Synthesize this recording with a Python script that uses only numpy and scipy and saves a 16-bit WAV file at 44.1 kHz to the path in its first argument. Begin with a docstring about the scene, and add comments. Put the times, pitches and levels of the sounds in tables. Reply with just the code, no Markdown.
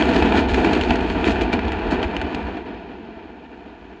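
"""Building collapse across a beach

A tall concrete building comes down a few hundred metres from a single microphone on the beach.
Countless rubble impacts merge into a roar, floors crunch and thud down, slabs knock on the heap and
members snap with sharp cracks. The path over the sand hollows out a few bands of the breaking and
falling debris; the fall then settles to a quiet rumble."""
import sys
import numpy as np
from scipy import signal
from scipy.fft import rfft, irfft
from scipy.io import wavfile
from scipy.ndimage import uniform_filter1d

SR = 44100
rng = np.random.default_rng(int(sys.argv[2]) if len(sys.argv) > 2 else 0)


def materialize(psi):
    """Save the field psi as 16-bit PCM at rate SR to the path in sys.argv[1].

    A 1-D psi becomes a single channel; in a 2-D psi each row is a channel.
    """
    bounded = np.clip(np.atleast_2d(psi).T, -1, 1)
    quanta = np.round(bounded * 32767).astype(np.int16)
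    wavfile.write(sys.argv[1], SR, quanta)


N = 176400
TIME = np.arange(N) / SR


def undb(db):
    """Decibels to gain."""
    return 10 ** (np.asarray(db) / 20)


def unit(x):
    """Scale to rms 1."""
    return x / np.sqrt(np.mean(x ** 2))


def colour(x, *spectra, size=8192):
    """Causal filter of unit energy from one or more (f/Hz, level/dB) curves in series."""
    log_hz = np.log(np.maximum(np.arange(size // 2 + 1) * SR / size, 1))
    db = sum(np.interp(log_hz, np.log(s[:, 0]), s[:, 1]) for s in map(np.array, spectra))
    cepstrum = irfft(np.log(undb(db)))
    cepstrum[1:size // 2] *= 2  # fold to minimum phase
    cepstrum[size // 2 + 1:] = 0
    response = irfft(np.exp(rfft(cepstrum)))
    return signal.fftconvolve(x, response / np.linalg.norm(response))[:N]


def lowpass(x, hz):
    """Gentle first-order treble cut."""
    return signal.sosfilt(signal.butter(1, hz, fs=SR, output="sos"), x)


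def wander(per_s):
    """Smooth random wander of rms 1."""
    hold = int(SR / per_s)
    steps = rng.standard_normal(N)[np.arange(N) // hold]
    return unit(uniform_filter1d(steps, hold))


def impacts(per_s, spread_db):
    """Randomly timed blows of rms 1; with no spread they are all the same size."""
    hits = rng.random(N) < per_s / SR
    sizes = undb(spread_db * np.minimum(rng.exponential(size=N), 4))
    return unit(hits * sizes * np.sign(rng.standard_normal(N)))


def burst(decay_s, size=22050):
    """Dying noise of unit energy."""
    x = rng.standard_normal(size) * np.exp(-np.arange(size) / SR / decay_s)
    return x / np.linalg.norm(x)


# Spectrum of the open air at the microphone: f/Hz, level/dB (levels in all tables are relative)
AIR_SPECTRUM = [(200,-6),(2500,-2.5),(4500,-5),(7000,-12.5),(9000,-32)]
def beach_air():
    """Faint steady hiss of the beach, under the fall."""
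    return undb(-69) * colour(rng.standard_normal(N), AIR_SPECTRUM)


# Response of a few hundred metres of beach, building to microphone: f/Hz, level/dB
SAND_PATH = [(40,-39.5),(100,-11),(125,-24.5),(165,-7),(240,0.4),(300,-0.5),(370,-1),(490,-6.5),(560,-22),(620,-9.5),(675,-4.5),(790,-11.5),(885,-8),(1000,-11.5),(1080,-24),(1130,-15),(1230,-16.5),(1350,-12.5),(1600,-13),(1980,-16.5),(2170,-24.5),(2300,-15.5),(2450,-16.5),(2950,-21.5),(3600,-25),(4100,-28.5),(4450,-25.5),(4700,-34),(4950,-33),(5350,-39),(6550,-41),(7100,-42),(7650,-53),(8100,-45),(9500,-67.5)]
def over_sand(x, spectrum):
    """Give a source its own spectrum and the hollow bands of the path over the sand."""
    return colour(x, SAND_PATH, spectrum)


# Course of the fall from the beach: t/s, rumble level/dB, roar level/dB, clatter level/dB
FALL_LEVELS = [(0,-39.5,-15.5,-26),(.2,-31.5,-14.5,-32),(.39,-31,-14.5,-29.5),(.47,-29,-18,-41),(.6,-30,-18,-33.5),(.8,-34,-16,-31),(1.15,-32.5,-18.5,-32.5),(1.4,-32.5,-20,-30),(1.49,-36,-20.5,-35.5),(1.7,-32.5,-24,-32.5),(2.0,-39,-21,-31),(2.2,-45,-25.5,-35),(2.45,-41,-27,-36.5),(2.8,-51,-31.5,-47),(3.05,-52,-34.5,-53),(3.5,-56.5,-38,-48),(4,-52.5,-39,-51)]
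def fall_gain(layer):
    """Gain over time of one layer as the building comes down and settles."""
    times, rumble_db, roar_db, clatter_db = np.array(FALL_LEVELS).T
    db = {"rumble": rumble_db, "roar": roar_db, "clatter": clatter_db}[layer]
    return undb(np.interp(TIME, times, db))


# Spectrum of the displaced air: f/Hz, level/dB
RUMBLE_SPECTRUM = [(15,-63.5),(25,-19.5),(45,-6),(62,3),(88,-7),(115,-20.5),(180,-39.5),(400,-84.5)]
def rumble():
    """The sinking mass pushes out air in a deep rumble."""
    return undb(5) * fall_gain("rumble") * unit(colour(rng.standard_normal(N), RUMBLE_SPECTRUM))


# Heavy masses landing: t/s, level/dB
LANDINGS = [(0.033,-28),(0.23,-9),(0.377,-14.5),(0.6,-14),(0.732,-14.5),(0.817,-13),(0.912,-10),(1.023,-20),(1.162,-18),(1.327,-21),(1.421,-16.5),(1.461,-21),(1.559,-16),(1.671,-16),(1.747,-19),(1.89,-18),(2.062,-14.5),(2.194,-22),(2.249,-19.5),(2.356,-24),(2.451,-29.5)]
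def thuds(pitch_hz=65.4, width_s=0.013):
    """Each heavy landing sends out a short, low pressure pulse."""
    out = np.zeros(N)
    for middle, db in LANDINGS:
        hz = pitch_hz * (1 + 0.067 * rng.standard_normal())
        t = TIME - middle
        out += undb(db - 2.5) * np.exp(-(t / width_s) ** 2) * np.cos(2 * np.pi * hz * t)
    return out


# Slabs striking the heap: t/s, level/dB, low body level/dB
SLAB_HITS = [(.084,-26,7.5),(.168,-35,5),(0.223,-22.5,5.5),(.338,-27,6.5),(0.575,-21,7.5),(.668,-21.5,1.5),(0.763,-23,4.5),(0.91,-28,8),(1.044,-30,10.5),(1.152,-25,6),(1.171,-33,8),(1.267,-20,3),(1.283,-30,2),(1.408,-29,0),(1.532,-28.5,11.5),(1.578,-33,13),(1.73,-21,-10),(1.855,-35,12),(1.922,-19.5,4),(2.036,-27,0),(2.137,-27,5.5),(2.212,-32.5,8.5),(2.36,-31,8.5),(2.477,-30.5,4),(2.57,-28.5,-16),(2.704,-37,6.5),(3.178,-47.5,7),(3.288,-42,1),(3.529,-44,3)]
# Spectrum of a slab, before the sand: f/Hz, level/dB
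SLAB_SPECTRUM = [(100,-2),(400,-3.5),(950,0.5),(1500,-3.5),(2200,-4.5),(4000,-15.5),(9000,-20)]
def slab_knocks(decay_s=0.021, body_hz=520):
    """A slab lands and crumbles: a dull, quickly dying run of blows; heavy slabs have more body."""
    force, body = np.zeros((2, N))
    for start, db, body_db in SLAB_HITS:
        landing = undb(db) * (TIME >= start) * np.exp(-np.maximum(TIME - start, 0) / decay_s)
        force += landing
        body += (undb(body_db) - 1) * landing
    blows = impacts(per_s=2200, spread_db=-1)
    return undb(2) * over_sand(force * blows + lowpass(body * blows, body_hz), SLAB_SPECTRUM)


# Floors breaking up: t/s, length/s, level/dB
FLOOR_FAILURES = [(0.151,0.049,-25),(0.24,0.042,-33),(0.35,0.047,-21.5),(0.483,0.039,-27),(0.533,0.065,-26.5),(0.641,0.022,-24.5),(0.722,0.052,-29.5),(0.826,0.024,-32),(0.9,0.024,-36),(1.088,0.047,-32.5),(1.25,0.069,-23),(1.409,0.017,-24.5),(1.521,0.022,-28.5),(1.905,0.025,-25),(2.026,0.019,-36),(2.34,0.017,-41)]
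# Spectrum of their fragments, before the sand: f/Hz, level/dB
FRAGMENT_SPECTRUM = [(100,1),(400,1),(1200,0),(3000,3),(9000,8)]
def floor_crunches(attack_s=0.0019, release_s=0.015):
    """Each failing floor lets go a dense shower of fragments."""
    force = np.zeros(N)
    for start, length, db in FLOOR_FAILURES:
        rise = np.clip((TIME - start) / attack_s, 0, 1)
        fade = np.exp(-np.maximum(TIME - start - length, 0) / release_s)
        force += undb(db) * rise * fade
    return undb(1) * over_sand(force * impacts(per_s=1000, spread_db=0), FRAGMENT_SPECTRUM)


# Members snapping: t/s, level/dB, low body level/dB, splintering decay/s
MEMBER_SNAPS = [(0.01,-19,6,0.0025),(.024,-13,-5.5,.002),(0.056,-20,-10,.002),(.091,-18.5,2.5,.003),(0.146,-18.5,3.5,.003),(.162,-14,0,.003),(0.224,-12.5,0.5,0.0062),(.259,-19.5,-4.5,.002),(0.323,-18.5,6,0.0033),(.356,-20.5,6,0.0036),(.381,-19.5,1,.003),(.495,-23,-3,0.003),(0.544,-12.5,-3.5,0.0021),(.646,-15.5,6,0.0063),(.733,-12,-10,0.0036),(.751,-18,-4,.002),(.812,-11,-7.5,0.0031),(.836,-16.5,-5,.002),(.849,-25,-10,0.0022),(.907,-14.5,5.5,0.0051),(.923,-27.5,4,.002),(.957,-17,-11,0.0023),(1.008,-23,6,0.0022),(1.1,-27,11.5,.003),(1.243,-17.5,1.5,.002),(1.258,-22,0,0.0017),(1.276,-15.5,-15,0.0036),(1.295,-20,-3,0.0026),(1.31,-23.5,-3,0.0017),(1.41,-22,6,.005),(1.53,-13.5,2,0.0064),(1.536,-15.5,-3,0.0042),(1.592,-22.5,2,.003),(1.682,-25.5,1.5,0.0024),(1.72,-19.5,0,0.0055),(2.029,-17,2.5,0.0044),(2.042,-23.5,5,0.0043),(2.166,-17,-17,0.0035),(2.198,-31,-8,.002),(2.215,-18,-16,.004),(2.347,-17,-3.5,0.0036),(2.428,-35,7,0.0022),(2.569,-33.5,7,.004)]
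# Spectrum of a snap, before the sand: f/Hz, level/dB
SNAP_SPECTRUM = [(100,-5),(500,-2),(1200,2),(3000,4),(5000,3),(9000,5.5)]
def member_cracks(ring_hz=3200, ring_q=5.8, highest_hz=9550, body_hz=1680):
    """A member snaps: a shock, splintering, a short tail and a brief ring; thin ones have less body."""
    out = np.zeros(2 * N)
    for start, db, body_db, splinter_s in MEMBER_SNAPS:
        snap = undb(3) * burst(splinter_s) + undb(-6) * burst(decay_s=0.008)
        snap[0] += 1  # the shock
        own_hz = min(ring_hz * np.exp(0.36 * rng.standard_normal()), highest_hz)
        snap += undb(-1) * signal.lfilter(*signal.iirpeak(own_hz, ring_q, fs=SR), snap)
        snap += (undb(body_db) - 1) * lowpass(snap, body_hz)
        onset = int(start * SR)
        out[onset:onset + len(snap)] += undb(db + 14.5) * snap
    return over_sand(out[:N], SNAP_SPECTRUM)


# Spectrum of big rubble, before the sand: f/Hz, level/dB
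ROAR_SPECTRUM = [(100,0),(400,-1),(900,-2),(1600,-5.5),(3000,-5.5),(5000,-9.5),(9000,-26.5)]
# Spectrum of small rubble, before the sand: f/Hz, level/dB
CLATTER_SPECTRUM = [(100,-25),(500,-6.5),(900,1),(1400,-1),(2500,1),(5000,-0.5),(9000,5)]
def rubble(surge_db=1.26, settle_start_s=0.86, settle_length_s=0.74):
    """Big pieces roar and small ones clatter, surging together as the rubble falls unevenly."""
    surge = undb(surge_db * wander(per_s=26))
    big = unit(over_sand(impacts(per_s=3500, spread_db=1.5), ROAR_SPECTRUM))
    small = unit(over_sand(impacts(per_s=1100, spread_db=1), CLATTER_SPECTRUM))
    roar = undb(-3) * fall_gain("roar") * big
    clatter = undb(1.5) * fall_gain("clatter") * small
    # later debris lands dully in the heap
    dull_share = 0.92 * np.clip((TIME - settle_start_s) / settle_length_s, 0, 1)
    return surge * (roar + (1 - dull_share) * clatter + dull_share * lowpass(clatter, hz=2380))


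def tower_echo(sound):
    """The towers scatter sound back across the beach."""
    return undb(-20) * signal.fftconvolve(sound, burst(decay_s=0.08))[:N]


def near_reflections(sound, above_hz=1180):
    """Early reflections of the treble, close to the microphone."""
    treble = signal.sosfilt(signal.butter(2, above_hz, "high", fs=SR, output="sos"), sound)
    return undb(-12) * signal.fftconvolve(treble, burst(decay_s=0.004))[:N]


def scene():
    """The collapse in mono from the beach; only its sharp sounds echo off the towers."""
    sharp = member_cracks() + floor_crunches() + slab_knocks()
    sound = sharp + tower_echo(sharp) + rumble() + thuds() + rubble() + beach_air()
    return (sound + near_reflections(sound))[None]


def record(dry):
    """The recorder cuts the top steeply above 9550 Hz."""
    return signal.sosfilt(signal.ellip(10, .2, 80, 9550, fs=SR, output="sos"), dry)


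dry = scene()
out = record(dry)
materialize(out)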